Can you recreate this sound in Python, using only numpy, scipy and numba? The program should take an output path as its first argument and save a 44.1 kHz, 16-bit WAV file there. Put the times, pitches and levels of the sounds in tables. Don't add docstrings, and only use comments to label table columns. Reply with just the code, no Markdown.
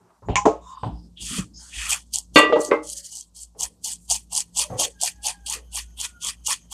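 import sys
import numpy as np
from scipy import signal
from scipy.io import wavfile
from scipy.ndimage import uniform_filter1d
from numba import njit

SR = 44100
rng = np.random.default_rng(int(sys.argv[2]) if len(sys.argv) > 2 else 0)


def unload_wav(signal):
    wavfile.write(
        sys.argv[1],
        SR,
        np.round(np.clip(np.atleast_2d(signal).T, -1, 1) * 32767).astype(np.int16),
    )


def volts_from_decibels(level):
    exponent = np.asarray(level, float) / 20
    return 10 ** exponent


N = 296771
TIME = np.arange(N) / SR


def unit(x):
    return x / np.sqrt(np.mean(x ** 2))


def band(x, hz, width):
    return signal.lfilter(*signal.iirpeak(min(hz, .45 * SR), hz / width, fs=SR), x)


def resonances(x, peaks):
    return unit(sum(volts_from_decibels(db) * unit(band(band(x, hz, w), hz, w)) for hz, w, db in peaks))


def walk(rate):
    hold = int(SR / rate)
    steps = np.repeat(rng.standard_normal(N // hold + 1), hold)
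    return uniform_filter1d(steps, hold)[:N]


def butter(x, order, hz, kind="low"):
    return signal.sosfilt(signal.butter(order, hz, kind, fs=SR, output="sos"), x)


# arrival_s, hold_s, first_db, last_db, air_minus_glass_db
SLIDES = [
    (1.215, 0.17, -35, -30, -36.5),
    (1.61, 0.19, -46, -47, -21),
    (1.772, 0.1, -35, -31.5, -26),
    (1.906, 0.035, -22, -26.5, -19),
]
# arrival_s, hold_s, first_db, last_db, air_minus_glass_db
SHAKES = [(2.138, 0.045, -25.5, -31.5, -22), (2.35, 0.041, -36.5, -26, 2.5), (2.608, .055, -39, -33, -19.5),
          (2.86, 0.046, -42, -33.5, -35), (2.925, 0.02, -35, -41, -38), (2.982, 0.011, -33.5, -36.5, -45),
          (3.048, 0.039, -39.5, -46, -42), (3.11, 0.055, -42.5, -35.5, -28),
          (3.165, 0.049, -39.5, -42, -33.5), (3.368, 0.064, -41.5, -42.5, -33.5),
          (3.6, 0.036, -31.5, -26.5, -14.5), (3.846, 0.08, -27, -33.5, -26.5),
          (4.106, 0.058, -22.5, -28.5, -19), (4.324, 0.063, -34, -23.5, -17),
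          (4.572, 0.047, -24, -21, -16.5), (4.798, 0.047, -20, -24, -17), (5.02, 0.05, -26, -25, -16),
          (5.245, 0.046, -27, -26, -10.5), (5.464, 0.075, -33, -26, -14.5),
          (5.74, 0.046, -33, -26.5, -21.5), (6.0, 0.055, -30, -31, -17), (6.22, 0.069, -37.5, -27, -14),
          (6.465, 0.059, -24.5, -24, -12.5), (6.716, .014, -37.5, -32, -8.5)]
# throw_s, late_s, note_hz, rise_octaves, swell_db
AIR_NOTES = [(1.6, .009, 952, 0.17, -5), (2.14, 0.016, 834, 0.055, 2), (2.9, .005, 893, .1, 3),
             (3.6, 0.0052, 897, 0.063, -3.5), (3.85, 0.012, 865, 0.041, -4), (4.1, 0.0054, 881, 0.022, -8),
             (4.33, 0.0026, 903, 0.087, -5), (4.57, .002, 927, 0.097, 0), (4.8, .002, 827, .1, -9.5),
             (5.02, 0.011, 799, .02, -7.5), (5.25, 0.016, 857, .1, -2.5), (5.47, 0.016, 997, 0.28, 1.5),
             (5.74, 0.0099, 964, .2, -5), (6.0, 0.0054, 1054, 0.23, 0), (6.22, 0.027, 1112, 0.025, -8),
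             (6.47, 0.021, 1031, .02, -8.5), (6.72, .005, 1034, .1, 0.5)]
# throw_s, ahead_s, under_throw_db
LEADS = [(1.2, 0.016, -16.5), (1.6, 0.028, -14.5), (1.77, .035, -7), (1.9, .02, -9), (2.14, 0.014, -24.5),
         (2.6, .015, -14), (2.86, .025, -10), (2.98, .03, -9.5), (3.05, .02, -8), (3.11, .03, -9),
         (3.37, .015, -8), (3.6, .015, -20), (3.85, 0.011, -20), (4.1, 0.015, -20.5), (4.33, .015, -17.5),
         (4.57, 0.022, -19.5), (4.8, 0.017, -21), (5.02, 0.019, -21), (5.25, 0.018, -17.5),
         (5.47, 0.0056, -21.5), (5.74, 0.021, -16.5), (6.0, 0.024, -16.5), (6.22, 0.018, -18.5),
         (6.47, .01, -18)]
SLIDE_ATTACK_S, SHAKE_ATTACK_S, ATTACK_DB = 0.086, 0.051, -52
SLIDE_RELEASE_S, SHAKE_RELEASE_S, RELEASE_DB = .09, 0.068, -32
TRICKLE_S, TRICKLE_DB = 0.017, -39
SETTLE_S, SETTLE_DB = .09, -55.5
PACKING_S, AIR_LAG_S = .07, 0.0058


def grain_flow():
    glass_db, air_db = np.full(N, -90.), np.full(N, -120.)
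    note_hz = np.full(N, 900.)
    slides, shakes = (SLIDES, SLIDE_ATTACK_S, SLIDE_RELEASE_S), (SHAKES, SHAKE_ATTACK_S, SHAKE_RELEASE_S)
    for throws, attack_s, release_s in (slides, shakes):
        for s, hold_s, first_db, last_db, cavity_db in throws:
            _, late_s, hz, rise_oct, swell_db = min(AIR_NOTES, key=lambda row: abs(row[0] - s))
            _, ahead_s, ahead_db = min(LEADS, key=lambda row: abs(row[0] - s))
            times = s + np.cumsum([-ahead_s - attack_s / 2, attack_s / 2, ahead_s, hold_s,
                                   release_s, TRICKLE_S, SETTLE_S])
            levels = [first_db + ATTACK_DB, first_db + ahead_db, first_db, last_db,
                      last_db + RELEASE_DB, last_db + TRICKLE_DB, last_db + SETTLE_DB]
            throw_db = np.interp(TIME, times, levels, left=-90, right=-90)
            glass_db = np.maximum(glass_db, throw_db)
            packing = np.clip(2 * (TIME - s - late_s) / PACKING_S - 1, -1, 1)
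            note_hz = np.where(TIME > times[0], hz * 2 ** (rise_oct * packing), note_hz)
            delays = [late_s, late_s, min(late_s, hold_s), AIR_LAG_S, AIR_LAG_S, AIR_LAG_S, AIR_LAG_S]
            answer_db = np.interp(TIME, times + delays, levels, left=-90, right=-90)
            air_db = np.maximum(air_db, cavity_db + swell_db * packing + answer_db)
    return glass_db, air_db - glass_db, note_hz


GRAINS_PER_S, GRAIN_SPREAD_DB = 8100, 0.5


def grain_ticks(tumble):
    fall, size = rng.random(N), rng.exponential(size=N)
    size_db = GRAIN_SPREAD_DB * size + 1.4 * walk(220) + 1.2 * walk(70)
    ticks = (fall < GRAINS_PER_S / SR) * volts_from_decibels(tumble * size_db)
    return ticks / np.sqrt(uniform_filter1d(ticks ** 2, size=SR // 8))


# pitch_hz, width_hz, level_db
GLASS = [(4320, 1100, -8.5), (4675, 970, -3.5), (5340, 1500, -5.5), (6470, 1900, 3), (7900, 2100, 4),
         (9170, 1100, 1), (10440, 2800, -4.5), (11900, 1800, -12.5), (13500, 1300, -22.5)]
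# pitch_hz, width_hz, level_db
LID = [(2863, 310, 9), (3277, 640, 15.5)]
# hit_s, peak_db
LUMPS = [(1.894, -12.0), (1.9068, -10), (1.9156, -6.5), (1.931, -9), (1.9449, -15), (2.1374, -14.5),
         (2.1421, -13.5), (2.1577, -5.5), (2.1853, -10), (2.649, -12), (2.872, -25.5), (2.8909, -20),
         (2.8995, -15.5), (2.933, -16.5), (2.9856, -21.5), (3.1538, -18.5), (3.1702, -18.5), (3.2093, -21),
         (3.4325, -23), (3.6077, -12), (3.6178, -13), (3.6319, -11.5), (3.653, -18), (3.8425, -18.5),
         (3.86, -16), (4.1, -9), (4.1117, -11), (4.1439, -13.5), (4.3319, -15.5), (4.3516, -6),
         (4.3628, -8), (4.3758, -13), (4.3835, -15.5), (4.4044, -7.5), (4.4095, -19), (4.579, -14),
         (4.5919, -8.5), (4.6384, -13), (4.7971, -14), (4.8512, -12.5), (5.0139, -12.5), (5.0344, -5.5),
         (5.0414, -16), (5.0499, -11.5), (5.0595, -10.5), (5.267, -10.5), (5.269, -8.5), (5.2847, -14),
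         (5.499, -12.5), (5.5254, -10.5), (5.7471, -23), (5.757, -15), (6.0014, -16.5), (6.0129, -10),
         (6.2249, -22.5), (6.2471, -12.5), (6.2704, -14), (6.4725, -6), (6.5138, -12.5), (6.5296, -11.5)]
LUMP_TOP_DB = -7


def large_grains(lid_db):
    hits = np.zeros(N)
    for s, db in LUMPS:
        hits[int(s * SR)] = volts_from_decibels(db)
    bursts = signal.fftconvolve(hits, np.exp(-TIME[:300] / .0011))[:N]
    bursts = bursts * np.sign(rng.standard_normal(N))
    out = 0
    for k, (hz, w, peak_db) in enumerate(GLASS + LID):
        lid_share = volts_from_decibels(lid_db - 8.0) if k >= len(GLASS) else 1
        gain = (-1) ** k * volts_from_decibels(peak_db + LUMP_TOP_DB * (hz > 10000)) * lid_share
        out = out + gain * band(band(bursts, hz, w), hz, w)
    return out


# pitch_hz, width_hz, level_db
RINGS = [(2960, 60, -16), (3220, 80, -12), (4400, 90, -11), (6500, 70, -14), (7550, 60, -12),
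         (7750, 50, -13), (8040, 60, -13), (9440, 80, -15)]
# pitch_hz, width_hz, level_db
WALL = [(2500, 400, 0)]
# pitch_hz, width_hz, level_db
BASE = [(1904, 350, 0.5), (1660, 1200, -6)]
# pitch_hz, width_hz, level_db
CAVITY = [(520, 150, -17), (660, 130, 0), (760, 130, 0), (870, 130, 0), (990, 140, 0), (1130, 150, 0),
          (1270, 130, -3)]
# time_s, lid_minus_glass_db, wall_minus_lid_db
AIM = [(1.14, -10.5, -20.5), (1.175, 26, -24), (1.224, -6, -16), (1.31, -7.5, -3.5), (1.44, -7, -5),
       (1.559, -28, -21.5), (1.64, -29.5, -41), (1.732, 1, -2), (1.82, -5.5, 4.5), (1.96, -9.5, -1.5),
       (2.14, -16.5, -22), (2.9, -18.5, -29.5), (3.4, -28, -29), (3.6, -13, -5), (3.9, -14, -12.5),
       (4.5, -12, -10), (5.5, -8.5, -2.5), (6.73, -9, -5.5)]
# time_s, share_of_slide_tilt
DULLNESS = [(1.2, 0.5), (1.38, .4), (1.55, 1.3), (1.78, 1.1), (1.9, 0)]
WALL_LAG_S, BASE_LAG_S, BASE_DB = .032, 0.045, -3.5
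LOOSE_FROM_S, SLIDE_LOOSENESS = 1.885, .3
SLIDE_TILT_DB = -31
SOFT_TILT_DB, SOFT_BELOW_DB = -9.5, -28.5
SOFT_FOOT_DB = -1
PATCHY_DB = 3.5
CAVITY_GLIDE_DB = 110


def shaker():
    glass_db, air_db, note_hz = grain_flow()
    s, *columns = np.transpose(AIM)
    lid_db, share_db = (np.interp(TIME, s, c) for c in columns)

    def late_db(lag_s):
        delayed_db = np.interp(TIME - lag_s, TIME, glass_db)
        return np.minimum(delayed_db - glass_db, 3.0) + lid_db + share_db

    tumble = np.where(TIME < LOOSE_FROM_S, SLIDE_LOOSENESS, 1)
    ticks = grain_ticks(tumble)
    soft = np.clip((SOFT_BELOW_DB - glass_db) / 20, 0, 1)
    tilt_db = SLIDE_TILT_DB * np.interp(TIME, *np.transpose(DULLNESS)) + SOFT_TILT_DB * soft
    parts = ((GLASS + RINGS, 0), (LID, lid_db), (WALL, late_db(WALL_LAG_S)),
             (BASE, late_db(BASE_LAG_S) + BASE_DB), (CAVITY, air_db))
    pelting = 0
    for peaks, db in parts:
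        is_air = peaks is CAVITY
        layer = 0
        for hz, w, peak_db in peaks:
            level_db = peak_db + tilt_db * max(np.log2(hz / 9000), 0)
            if not is_air:
                level_db = level_db + SOFT_FOOT_DB * soft * tumble * max(np.log2(7500 / hz), 0)
            elif hz > 600:
                off_oct = np.log2(hz / note_hz)
                level_db = level_db - np.minimum(CAVITY_GLIDE_DB * off_oct ** 2, CAVITY_GLIDE_DB / 4)
            flicker_db = (1.5 if is_air else 2.6) * walk(18) + PATCHY_DB * walk(70)
            spot = rng.standard_normal(N)
            layer = layer + volts_from_decibels(level_db + tumble * flicker_db) * resonances(ticks * spot, [(hz, w, 0)])
        pelting = pelting + volts_from_decibels(db) * unit(layer)
    return pelting * volts_from_decibels(glass_db) + volts_from_decibels(-1.0) * large_grains(lid_db)


def knocks(modes, blows, contact_ms, rough, strike=0.78):
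    out, t = np.zeros(N + SR), np.arange(SR // 2) / SR
    for s, db, chatter_ms, rattle_db, rattle_hz in blows:
        envelope = np.exp(-t * 1000 / chatter_ms) * (1 - np.exp(-t * 1000 / (6 * contact_ms)))
        push = rng.standard_normal(len(t)) * envelope
        push[1] += strike * np.sqrt(np.sum(push ** 2)) / 2
        body = 0
        for hz, level_db, t60 in modes:
            decaying_tone = np.sin(2 * np.pi * hz * t) * 1000. ** (-t / t60)
            ring = signal.fftconvolve(push, decaying_tone)[:len(t)]
            flutter = uniform_filter1d(rng.standard_normal(len(t)), size=SR // 90) * np.sqrt(SR // 90)
            softness = np.hypot(1, 2 * np.pi * hz * contact_ms / 1000)
            body = body + volts_from_decibels(level_db) / softness * ring / np.abs(ring).max() * (1 + rough * flutter)
        rattle = rng.standard_normal(len(t)) * envelope ** 0.63
        for _ in range(3):
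            rattle = band(rattle, rattle_hz, 0.52 * rattle_hz)
        knock = body / np.std(body[:2000]) + volts_from_decibels(rattle_db) * rattle / np.std(rattle[:2000])
        i = int(s * SR)
        out[i:i + len(t)] += volts_from_decibels(db) * knock
    return out[:N]


# hit_s, peak_db, pitch_hz, width_hz
CRACKS = [(.2865, -18.5, 910, 570), (0.3568, -8, 2500, 510), (0.357, -10, 6834, 1200),
          (0.3567, -23, 995, 360), (.364, -22.5, 1028, 16), (.3615, -30, 2405, 1200),
          (0.4553, -12, 894, 300), (.4615, -10.5, 696, 100), (.4655, -1, 385.3, 180),
          (0.8334, -42, 970, 2100), (0.834, -27, 1020, 46), (2.3599, -0.5, 2610, 2170),
          (2.5245, -11, 803, 220), (2.53, -17, 600, 9.7), (2.53, -15, 467, 13.6), (2.57, -21, 300, 21),
          (2.594, -14.5, 430, 67), (2.5245, -25.5, 1200, 20), (2.5255, -31, 3445, 340),
          (2.56, -18.5, 528.8, 45), (2.7155, -10.5, 450, 43), (2.728, -18, 500, 40), (2.739, -17, 450, 54),
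          (2.716, -19.5, 565, 16.6), (4.797, -47, 804, 33), (4.818, -30, 868, 27), (4.725, -35, 504.6, 11),
          (4.758, -36, 500, 10), (4.703, -36, 637, 37), (4.72, -39.5, 745, 7.9), (4.722, -48, 1120, 10),
          (4.815, -37, 1106, 16), (4.84, -39, 750.6, 24), (4.86, -58, 525, 12), (.288, -26.5, 260.5, 22),
          (1.378, -37, 263.4, 120)]


def cracks():
    out, t = np.zeros(N + SR), TIME[:SR // 20]
    for s, db, hz, w in CRACKS:
        fade = np.exp(-np.pi * w * t) * (1 - np.exp(-4 * hz * t))
        i = int(s * SR)
        out[i:i + len(t)] += volts_from_decibels(db) * 2 * np.sin(2 * np.pi * hz * t) * fade
    return out[:N]


GRIDDLE_HZ = [310, 565, 1180, 1576, 1952, 2204, 2490, 2787, 3554, 3650, 4394, 4455, 4683, 6767]
# level_db, fade_s (time to fall 60 dB)
GRIDDLE_RING = [(-2, 0.28), (-3, 0.12), (-4, 0.64), (-4.5, 0.24), (0, 0.38), (-4.5, 0.2), (-10, 0.35),
                (3, 0.27), (-2.5, 0.3), (-10, .15), (-2.5, 0.18), (-8.5, .15), (-13.5, 0.21), (-9, 0.2)]
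# hit_s, level_db, chatter_ms, rattle_db, rattle_hz
GRIDDLE_BLOWS = [
    (2.359, -9, 22.7, -7.5, 2606),
    (2.527, -37.5, 14, -1, 3000),
]
# pitch_hz, level_db, fade_s
GRATE = [(309, -2, 0.3), (430, -1.5, .25), (467, 3.5, 0.24), (502, -0.5, 0.2), (600, 2, 0.31),
         (734, -14.5, .3), (854, -7, 0.32), (1040, -6, 0.15), (1145, -5, .25), (1277, -4, 0.2),
         (1570, -13, 0.15), (2010, -20, 0.32)]
# hit_s, level_db, chatter_ms, rattle_db, rattle_hz
GRATE_BLOWS = [(2.359, -13, 30, -3.5, 1069), (2.49, -28.5, 25, 3, 463.5), (2.524, -27.5, 9, 3, 500),
               (2.558, -20.5, 14, -6.5, 890), (2.593, -29.5, 12, -1, 499), (2.68, -39, 20, 3, 330),
               (2.704, -30.5, 15, 7.5, 442), (2.7149, -22.5, 16.7, -0.5, 1101)]
# pitch_hz, level_db, fade_s
SETTLED = [(565, -0.5, 0.32), (810, -3.5, .26), (1090, -4.5, 0.23), (1580, -4.5, .14), (1960, -0.5, 0.22),
           (2086, 4.5, 0.18), (2229, -8.5, 0.2), (2630, -7, 0.18), (3572, -10.5, .12)]
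# hit_s, level_db, chatter_ms, rattle_db, rattle_hz
SETTLED_BLOWS = [(2.713, -25, 14, -10.5, 2330)]
KNOCK_FOOT_HZ, IRON_TOP_HZ = 210, 8000


def iron():
    griddle = [(hz, *ring) for hz, ring in zip(GRIDDLE_HZ, GRIDDLE_RING)]
    out = knocks(griddle, GRIDDLE_BLOWS, contact_ms=0.079, rough=0.3, strike=3.0)
    out += knocks(GRATE, GRATE_BLOWS, contact_ms=0.23, rough=0.6, strike=1.4)
    out += knocks(SETTLED, SETTLED_BLOWS, contact_ms=0.044, rough=0.3, strike=3.3)
    return butter(out + cracks(), 3, [KNOCK_FOOT_HZ, IRON_TOP_HZ], "band")


# pitch_hz, level_db, fade_s
LATCH = [(822, -1.5, 0.33), (1028, 9.5, 0.14), (2142, -4, 0.11), (2530, -5.5, 0.07), (2740, -7.5, 0.074),
         (5444, -15.5, 0.12), (6030, -2, .066), (6540, -7.5, 0.11), (6848, -3.5, 0.11), (7170, -5.5, 0.19)]
# hit_s, level_db, chatter_ms, rattle_db, rattle_hz
LATCH_BLOWS = [(.3565, -19, 10, -5, 2300), (.356, -49.5, 17, 19, 6500), (0.455, -55.5, 19, 16.5, 6620),
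               (0.455, -55.5, 9.4, 8, 3000), (0.833, -66, 28, 13.5, 3200)]
# pitch_hz, level_db, fade_s
DOOR = [(310, 0.5, 0.23), (437.6, 8, 0.21), (559.3, 4, 0.23), (695, -0.5, 0.27), (802, 6.5, 0.099),
        (865, 6, 0.28), (980, -10.5, .35), (1082, 3.5, 0.2), (1260, -6, 0.27)]
# hit_s, level_db, chatter_ms, rattle_db, rattle_hz
DOOR_BLOWS = [(0.4541, -21.5, 6.8, -0.5, 898), (0.4615, -18, 11, -10.5, 500), (.466, -30.5, 18, 7, 600),
              (4.7, -42.5, 25, -2, 657), (4.79, -37.5, 14, 2.5, 616), (5.552, -52.5, 21, 1.5, 474),
              (3.55, -56, 60, -1.5, 500)]
# pitch_hz, level_db, fade_s
DRAWER = [(115, 7.5, 0.14), (222.5, -12.5, 0.26), (300, -6.5, 0.42), (415, 1.5, 0.027), (533.4, 4.5, 0.017)]
# hit_s, level_db, chatter_ms, rattle_db, rattle_hz
DRAWER_BLOWS = [(0.222, -49.5, 51, -4, 950), (.286, -25.5, 27.5, -9, 760), (0.289, -59.5, 60, 12, 2780),
                (.832, -29.5, 23, -4, 800)]
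# hit_s, level_db, chatter_ms, rattle_db, rattle_hz
SOFT_BLOWS = [(1.301, -47.5, 36, 10.5, 200), (1.379, -34.5, 8.6, 6.5, 183.8), (4.703, -35.5, 35, -15, 200)]
FAR_TOP_HZ = 7860


def cupboards():
    out = knocks(LATCH, LATCH_BLOWS, contact_ms=0.03, rough=0.5, strike=1.2)
    out += knocks(DOOR, DOOR_BLOWS, contact_ms=0.5, rough=0.97)
    out += knocks(DRAWER, DRAWER_BLOWS, contact_ms=0.32, rough=0.31)
    out += knocks(DRAWER, SOFT_BLOWS, contact_ms=1.5, rough=0.73)
    return butter(out, 4, FAR_TOP_HZ)


# start_s, length_s, upper_hz, level_db, lower_minus_upper_db
SQUEAKS = [
    (4.93, .2, 1600, -58, -20),
    (5.1, .45, 1650, -58, 0),
    (5.66, .3, 1500, -70, -20),
    (5.96, .22, 1465, -61, -25),
    (6.07, .22, 1455, -53, -25),
]
SQUEAK_SAG_HZ_PER_S = 120


def hinge():
    out = 0
    for start, length, hz, db, low_db in SQUEAKS:
        age = np.clip(TIME - start, 0, length)
        waver = 1 + .015 * walk(120) + .012 * walk(9)
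        phase = np.pi * np.cumsum((hz - SQUEAK_SAG_HZ_PER_S * age) * waver) / SR
        flutter_db = 3.5 * walk(70) + 2 * walk(250) - 4
        tone = np.sin(2 * phase) + volts_from_decibels(low_db) * np.sin(phase)
        swell = np.sqrt(2) * np.abs(np.sin(np.pi * age / length))
        out = out + swell * volts_from_decibels(db + flutter_db) * tone
    return out


# start_s, end_s, pitch_hz, width_hz,
# level_db
RUBS = [(-.1, .22, 900, 600, -63), (.62, .84, 1040, 130, -42), (.61, .84, 3650, 220, -59),
        (.66, .9, 3000, 600, -66), (.63, .74, 5400, 600, -65), (.69, .9, 4750, 500, -64),
        (.61, .76, 7000, 1500, -59.5), (.9, 1.09, 5000, 900, -65), (2.94, 3.1, 1850, 400, -68),
        (4.58, 4.71, 600, 30, -48), (4.65, 4.78, 6300, 500, -58), (4.64, 4.8, 8500, 5000, -62),
        (3.99, 4.09, 8000, 4000, -57), (1.535, 1.63, 5100, 600, -48), (1.54, 1.63, 6500, 700, -50),
        (6.58, 6.68, 6400, 700, -62), (5.84, 5.96, 6400, 500, -65), (3.25, 3.3, 8000, 2500, -68),
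        (1.59, 1.72, 1500, 500, -58.5), (4.68, 4.79, 1950, 200, -65), (1.28, 1.45, 1250, 350, -45),
        (1.8, 1.99, 1250, 500, -43.5), (4.67, 4.92, 500, 150, -43.5), (4.69, 4.8, 900, 500, -50.5),
        (.78, .9, 8200, 1000, -66.5), (2.75, 3.09, 560, 50, -62.5), (-.1, .15, 370, 120, -63.5),
        (4.2, 7.5, 6400, 500, -72), (4.6, 7.5, 3100, 300, -76), (.25, .34, 7000, 800, -63),
        (4.3, 8, 800, 900, -77), (3.6, 8, 11000, 4000, -77)]
RUB_FLICKER_DB = 3


def rubbing():
    out = 0
    for start, end, hz, w, db in RUBS:
        progress = np.clip((TIME - start) / (end - start), 0, 1)
        swell = np.abs(np.sin(np.pi * progress)) ** .6
        hiss = resonances(rng.standard_normal(N), [(hz, w, 0)])
        out = out + volts_from_decibels(db + RUB_FLICKER_DB * walk(60)) * swell * hiss
    return out


# pitch_hz, width_hz, level_db
HUM = [(57.27, 4.5, 16.5), (40, 24, -9)]
# pitch_hz, width_hz, level_db
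BOARDS = [(105, 80, -0.5), (175, 17, 0.5), (200, 99, -4)]
# step_s, hum_band_db, floorboard_db
STEPS = [(0.01, -75, -57.5), (0.299, -32.5, -32), (.87, -47, -31), (0.931, -34, -43), (1.05, -45.5, -47),
         (1.218, -33.5, -41), (1.407, -34.5, -44.5), (1.539, -48, -48.5), (1.773, -26.5, -52),
         (2.33, -45, -47), (3.65, -41, -63), (4.1, -39.5, -51), (4.72, -43, -45), (6.28, -42.5, -54.5)]
# time_s, gain_db
GATE = [
    (0.0, -27),
    (.2, -11.5),
    (.3, -0.5),
    (2.4, 0.5),
    (3.05, -5),
    (3.5, -9.5),
    (3.6, 1),
]
# pitch_hz, level_db_per_hz
AIR = [(176, -3), (383, -26), (833, -21.5), (2130, -57.5), (3090, -33), (7090, -26), (15000, -45)]
AIR_DB, HUM_DB, BOARD_DB = -71.5, -51, -59.5
STEP_RISE_DB_PER_S, STEP_FALL_DB_PER_S = 480, 140.5


def kitchen():
    gate_db = np.interp(TIME, *np.transpose(GATE))
    hum_db, board_db = HUM_DB + gate_db, BOARD_DB + gate_db
    for s, step_hum_db, step_board_db in STEPS:
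        fade_db = np.minimum(STEP_RISE_DB_PER_S * (TIME - s), STEP_FALL_DB_PER_S * (s - TIME))
        hum_db = np.maximum(hum_db, step_hum_db + fade_db)
        board_db = np.maximum(board_db, step_board_db + fade_db)
    out = volts_from_decibels(hum_db) * resonances(rng.standard_normal(N), HUM)
    out += volts_from_decibels(board_db) * resonances(rng.standard_normal(N), BOARDS)
    hz, db = np.transpose(AIR)
    bed = 0
    for f in 250 * 2 ** np.arange(0, 6, .5):
        level_db = np.interp(np.log(f), np.log(hz), db) + 10 * np.log10(f) + 2.0 * walk(24)
        bed = bed + volts_from_decibels(level_db) * resonances(rng.standard_normal(N), [(f, f / 2, 0)])
    return out + volts_from_decibels(AIR_DB) * unit(bed)


@njit
def walls(x, lags, gain, damp):
    line, soft, out = np.zeros((8, 4096)), np.zeros(8), np.zeros(len(x))
    for i in range(len(x)):
        total = 0.
        for k in range(8):
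            soft[k] += (1 - damp) * (gain[k] * line[k, (i - lags[k]) & 4095] - soft[k])
            total += soft[k]
            out[i] += soft[k] * (1 - 2 * (k % 2))
        for k in range(8):
            line[k, i & 4095] = x[i] + soft[k] - total / 4
    return out


ROOM_T60_S, ROOM_DAMP, ROOM_DB = 0.059, 0.93, -34.5
MIC_FOOT_HZ = 36.2
SIDE_DB, SIDE_TOP_DB, SIDE_TOP_HZ = -36.5, -37, 500


def scene():
    near = shaker() + iron()
    far = cupboards() + hinge() + rubbing()
    lags = rng.integers(400, 1900, 8)
    room = walls(near + volts_from_decibels(14.5) * far, lags, volts_from_decibels(-60 * lags / SR / ROOM_T60_S), ROOM_DAMP)
    mid = near + far + volts_from_decibels(ROOM_DB) * room + kitchen()
    mid = butter(mid, 4, MIC_FOOT_HZ, "high")
    top = butter(mid, 2, SIDE_TOP_HZ, "high")
    side = (volts_from_decibels(SIDE_DB) * mid + volts_from_decibels(SIDE_TOP_DB) * top) * np.sign(walk(150))
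    return np.array([mid + side, mid - side])


def band_limit(x):
    return signal.sosfilt(signal.butter(12, 15520, fs=SR, output="sos"), x)


def record(dry):
    top_cut = signal.ellip(8, .2, 60, 15300, fs=SR, output="sos")
    mix = signal.sosfilt(top_cut, np.clip(dry, -1, 1))
    return band_limit(mix)


dry = scene()
out = record(dry)
unload_wav(out)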